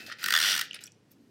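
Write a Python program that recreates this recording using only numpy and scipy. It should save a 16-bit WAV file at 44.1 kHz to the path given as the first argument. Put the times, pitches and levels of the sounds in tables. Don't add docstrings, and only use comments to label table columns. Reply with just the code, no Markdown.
import sys
import numpy as np
from scipy import signal
from scipy.io import wavfile
from scipy.ndimage import map_coordinates

SR = 44100
rng = np.random.default_rng(int(sys.argv[2]) if len(sys.argv) > 2 else 0)


def pcm_store(signal):
    levels = np.round(np.clip(np.atleast_2d(signal), -1, 1) * 32767)
    wavfile.write(sys.argv[1], SR, levels.astype(np.int16).T)


N = 57330
TIME = np.arange(N) / SR
BRIEF = np.arange(2048) / SR
TAP_RISE_S = .001


def amp(db):
    return 10 ** (np.asarray(db) / 20)


def unit(x):
    return x / np.sqrt(np.mean(x ** 2) + 1e-20)


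def unit_burst(x):
    return x / np.sqrt(np.sum(x ** 2) / (.007 * SR) + 1e-20)


def along(table, s):
    times, *columns = np.transpose(table)
    return [np.interp(s, times, column) for column in columns]


def across(table, hz):
    frequencies, values = np.transpose(table)
    return np.interp(np.log(hz + 1), np.log(frequencies), values)


def colour(x, db_at):
    hz = abs(np.fft.fftfreq(4096, 1 / SR))
    log_gain = np.log(amp(db_at(hz)))
    spectrum = np.exp(np.conj(signal.hilbert(log_gain)))
    response = np.fft.ifft(spectrum).real[:len(BRIEF)]
    return signal.fftconvolve(x, response)[:len(x)]


def shaped(x, table):
    return colour(x, lambda hz: across(table, hz))


def add(mix, s, sound):
    part = mix[max(round(s * SR), 0):][:len(sound)]
    part += sound[:len(part)]


def fibres(size, clicks_per_s=7000, spread_db=3):
    hits = rng.random(size) < clicks_per_s / SR
    signs = rng.choice([-1., 1.], size)
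    return hits * signs * amp(spread_db * np.minimum(rng.exponential(1, size), 3))


def rubbing():
    # t/s, body level/dB, hiss level/dB
    levels = [(0, -46, -57), (.061, -58.5, -62), (.067, -45.5, -48.5), (.1, -49, -65), (.128, -41, -81),
              (.145, -55.5, -88), (.1845, -60, -73), (.186, -48.5, -60.5), (.235, -40, -47.5),
              (.46, -36, -40.5), (.615, -38, -50), (.645, -46.5, -52), (.73, -66, -100), (.765, -42.5, -84),
              (.802, -95, -86), (.808, -51, -57), (.875, -62.5, -68), (.895, -96, -112),
              (1.1, -84.5, -81.5), (1.117, -71, -64), (1.15, -82.5, -81)]
    # f/Hz, level/dB
    body_colour = [(200, -26), (600, -11.5), (1100, -14.5), (1450, 6.5), (1900, 4.5), (2250, 1), (2700, 4),
                   (3300, -0.5), (4200, 1), (5000, 2.5), (6300, -14), (16000, -35)]
    # f/Hz, level/dB
    hiss_colour = [(1000, -30), (4000, 0), (6000, 3.5), (8500, -3), (11500, -3.5), (13500, 0), (16000, -11)]
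    body_db, hiss_db = along(levels, TIME)
    body = amp(body_db) * unit(shaped(fibres(N), body_colour))
    hiss = amp(hiss_db) * unit(shaped(fibres(N), hiss_colour))
    return body + hiss


def band_noise(low_hz, high_hz):
    band = signal.butter(2, [low_hz, high_hz], "band", fs=SR, output="sos")
    return unit(signal.sosfilt(band, rng.standard_normal(N)))


def squeak(end_s=.11, db=-52, hz=2630, width_hz=120):
    fade = np.sqrt(np.maximum(1 - (TIME / end_s) ** 2, 0))
    return amp(db) * fade * band_noise(hz - width_hz / 2, hz + width_hz / 2)


def background(still_db=-67.5):
    # t/s, level/dB
    hand_levels = [(0, -53), (.18, -64), (.26, -55.5), (.56, -56), (.66, -62.5), (.9, -66), (1.29, -69)]
    # f/Hz, level/dB
    hand_colour = [(25, -36.5), (60, -14.5), (110, -2.5), (200, 2), (420, -2), (700, -11.5), (1200, -26.5),
                   (4000, -46.5)]
    # f/Hz, level/dB
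    still_colour = [(20, -37), (70, -18.5), (110, 3), (200, -2), (400, -16.5), (2000, -20), (9000, -31.5),
                    (16000, -46)]
    hands = amp(along(hand_levels, TIME)[0]) * unit(shaped(rng.standard_normal(N), hand_colour))
    return hands + amp(still_db) * unit(shaped(rng.standard_normal(N), still_colour))


def taps(crack_db=-24):
    # t/s, level/dB, centre f/Hz, width/octaves, decay/s
    ticks = [(0.0633, -47, 4340, 0.32, 0.0019), (0.0805, -52, 650, 0.27, 0.0013),
             (0.7097, -36, 2970, 0.17, 0.00043), (0.7306, -43, 2850, 0.21, .0016),
             (0.731, -51.5, 6600, 0.15, 0.00084), (0.7418, -40.5, 2750, 0.58, 0.004),
             (.744, -54.5, 520, 0.24, 0.014), (0.7434, -45.5, 9900, 0.18, 0.0038),
             (0.7554, -51, 3000, 0.96, 0.0017), (0.7891, -46, 2500, 0.37, 0.0027),
             (0.8376, -41, 6600, 0.38, 0.0022), (0.857, -48.5, 5840, 0.055, 0.00073),
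             (0.867, -50, 5500, 0.056, 0.00025), (0.874, -56, 6730, 0.39, 0.00099),
             (0.8742, -52, 2840, 0.24, 0.0037), (.919, -57.5, 6260, 0.32, 0.0018),
             (1.115, -58, 13090, 0.21, 0.0036)]
    out = np.zeros(N)
    for s, db, centre_hz, octaves, decay_s in ticks:
        def hump(hz):
            octaves_away = np.log2((hz + 1) / centre_hz)
            peak = np.exp(-.5 * (octaves_away / octaves) ** 2)
            crack = amp(crack_db) / (1 + (octaves_away - .5) ** 4)
            return 20 * np.log10(peak + crack)
        puff = envelope(TAP_RISE_S, TAP_RISE_S, decay_s) * rng.standard_normal(len(BRIEF))
        add(out, s, amp(db) * unit_burst(colour(puff, hump)))
    return out


def envelope(rise_s, hold_until_s, decay_s):
    return np.minimum(BRIEF / rise_s, 1) * np.exp(-np.maximum(BRIEF - hold_until_s, 0) / decay_s)


def flurry(rise_s, hold_until_s, decay_s, stretch=1):
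    return fibres(len(BRIEF)) * envelope(stretch * rise_s, stretch * hold_until_s, stretch * decay_s)


def ringing(modes):
    return sum(amp(db) * np.exp(-np.pi * width_hz * BRIEF) * np.sin(2 * np.pi * hz * BRIEF)
               for hz, width_hz, db in modes)


def slip(ring_db, rasp_db, snap_db, stretch=1):
    # f/Hz, width/Hz, level/dB
    tool_modes = [(1490, 110, 0.5), (1820, 195, 5)]
    # f/Hz, level/dB
    rasp_colour = [(40, -66.5), (300, -26.5), (1000, -18), (1400, -12), (2000, -4.5), (2350, -12),
                   (2700, -2.5), (3150, 1), (3800, -4), (4800, -3.5), (5250, -5), (5850, -2.5), (6500, -19),
                   (8500, -13), (11000, -21), (16000, -38.5)]
    # f/Hz, level/dB
    snap_colour = [(40, -37.5), (300, -19), (2000, -1.5), (5000, -16.5), (6800, 7.5), (7400, 0.5),
                   (8500, 9.5), (10000, -4), (12000, 6.5), (16000, 5.5)]
    drift = .047
    modes = [(hz * (1 + drift * rng.uniform(-1, 1)), width, db) for hz, width, db in tool_modes]
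    low_cut = signal.butter(6, 1236, "high", fs=SR, output="sos")
    body = signal.sosfilt(low_cut, ringing(modes))
    ring = signal.fftconvolve(flurry(.002, .0037, .0007), body)[:len(BRIEF)]
    rasp = shaped(flurry(.0015, .0043, .0012, stretch), rasp_colour)
    snap = shaped(flurry(.0004, .0025, .0017, stretch), snap_colour)
    return (amp(ring_db) * unit_burst(ring) + amp(rasp_db) * unit_burst(rasp)
            + amp(snap_db) * unit_burst(snap))


def scrape(start_s=.2394, end_s=.62):
    # t/s, ring level/dB, rasp level/dB, snap level/dB
    nudges = [(0.097, -40.5, -54.5, -83.5), (0.1134, -39, -60, -66), (0.1206, -38.5, -41.5, -65.5),
              (0.2281, -36, -54, -43)]
    # t/s, slip rate/Hz
    slip_rate = [(.24, 52.22), (.2805, 40.54), (.3229, 59.93), (.3481, 86.27), (.401, 73.86),
                 (.4364, 101.92), (.5062, 99.26), (.5351, 83.35), (.562, 77.55), (.615, 39.09)]
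    # t/s, ring level/dB, rasp level/dB, snap level/dB, stretch/times
    strength = [(.24, -30, -29.5, -33, .9), (.285, -27.5, -30.5, -32.5, 1), (.322, -27, -25.5, -31, 1.1),
                (.35, -21, -26, -33, .85), (.40, -32, -25, -33.5, 1.2), (.46, -31.5, -24.5, -37.5, 2.1),
                (.52, -37, -24.5, -38.5, 1.8), (.562, -36.5, -30, -35.5, 1.3),
                (.612, -30.5, -28.5, -32, .9)]
    out = np.zeros(N)
    t = np.arange(start_s, end_s, 1 / SR)
    slips_so_far = np.cumsum(along(slip_rate, t)[0]) / SR
    slip_times = np.interp(np.arange(int(slips_so_far[-1]) + 1), slips_so_far, t)
    for s in slip_times:
        add(out, s, slip(*along(strength, s)))
    for s, *levels in nudges:
        add(out, s, slip(*levels))
    return out


def plastic_clicks(lift_s=.7445, lift_db=-40):
    # t/s, level/dB
    catches = [(.3388, -25.5), (0.3514, -27.5), (0.3647, -24.5), (.4368, -32.5)]
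    # f/Hz, width/Hz, level/dB
    catch_modes = [(3460, 110, -0.5), (4890, 350, -3), (6750, 300, -5.5)]
    # f/Hz, width/Hz, level/dB
    free_modes = [(2560, 38, 0.82), (3580, 51, 1), (5120, 60, -1.1)]
    out = np.zeros(N)
    soft_ends = np.minimum(np.minimum(BRIEF, BRIEF[::-1]) / TAP_RISE_S, 1)
    for s, db in catches:
        add(out, s, amp(db) * unit_burst(soft_ends * ringing(catch_modes)))
    add(out, lift_s, amp(lift_db) * unit_burst(soft_ends * ringing(free_modes)))
    return out


def hand_sweep(start_s=1.09, rise_s=.072, db=-62):
    swell = np.clip((TIME - start_s) / rise_s, 0, 1)
    return amp(db) * swell * band_noise(low_hz=189, high_hz=315.4)


def card_echoes(x, count=4, shortest_s=.0009, spread_s=.0013, echo_db=-16):
    out = x.copy()
    for start, end, coin_toss in rng.random((count, 3)):
        delay_s = shortest_s + spread_s * (start + (end - start) * TIME / TIME[-1])
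        echo = map_coordinates(x, [(TIME - delay_s) * SR], order=3)
        out += np.sign(coin_toss - .5) * amp(echo_db) * echo
    return out / np.sqrt(1 + count * amp(echo_db) ** 2)


def room(x, delay_s=.005):
    # f/Hz, t/s
    fade_times = [(200, 0.38), (800, 0.093), (1600, 0.25), (5000, 0.55), (8000, 0.13), (16000, 0.052)]
    # f/Hz, level/dB
    echo_colour = [(800, -11), (1600, -7.5), (5000, -17.5), (8000, -12.5), (16000, -22.5)]
    hz, t, noise = signal.stft(rng.standard_normal(SR // 2), SR, nperseg=256)
    fade_s = across(fade_times, hz)[:, None]
    fade = np.exp(-np.log(1000) * t / fade_s)
    even_energy = np.sqrt(2 * np.log(1000) / (fade_s * SR))
    gain = amp(across(echo_colour, hz))[:, None]
    tail = signal.istft(noise * gain * fade * even_energy, SR, nperseg=256)[1]
    out = np.zeros(N)
    add(out, delay_s, signal.fftconvolve(x, tail))
    return out


def scene():
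    near = card_echoes(scrape() + rubbing() + squeak() + taps() + plastic_clicks())
    return (near + room(near) + background() + hand_sweep())[None]


def record(dry):
    top_hz = 16100
    treble_cut = signal.firwin(511, top_hz, window=("kaiser", 9), fs=SR)
    return signal.oaconvolve(dry, treble_cut[None], "same")


dry = scene()
out = record(dry)
pcm_store(out)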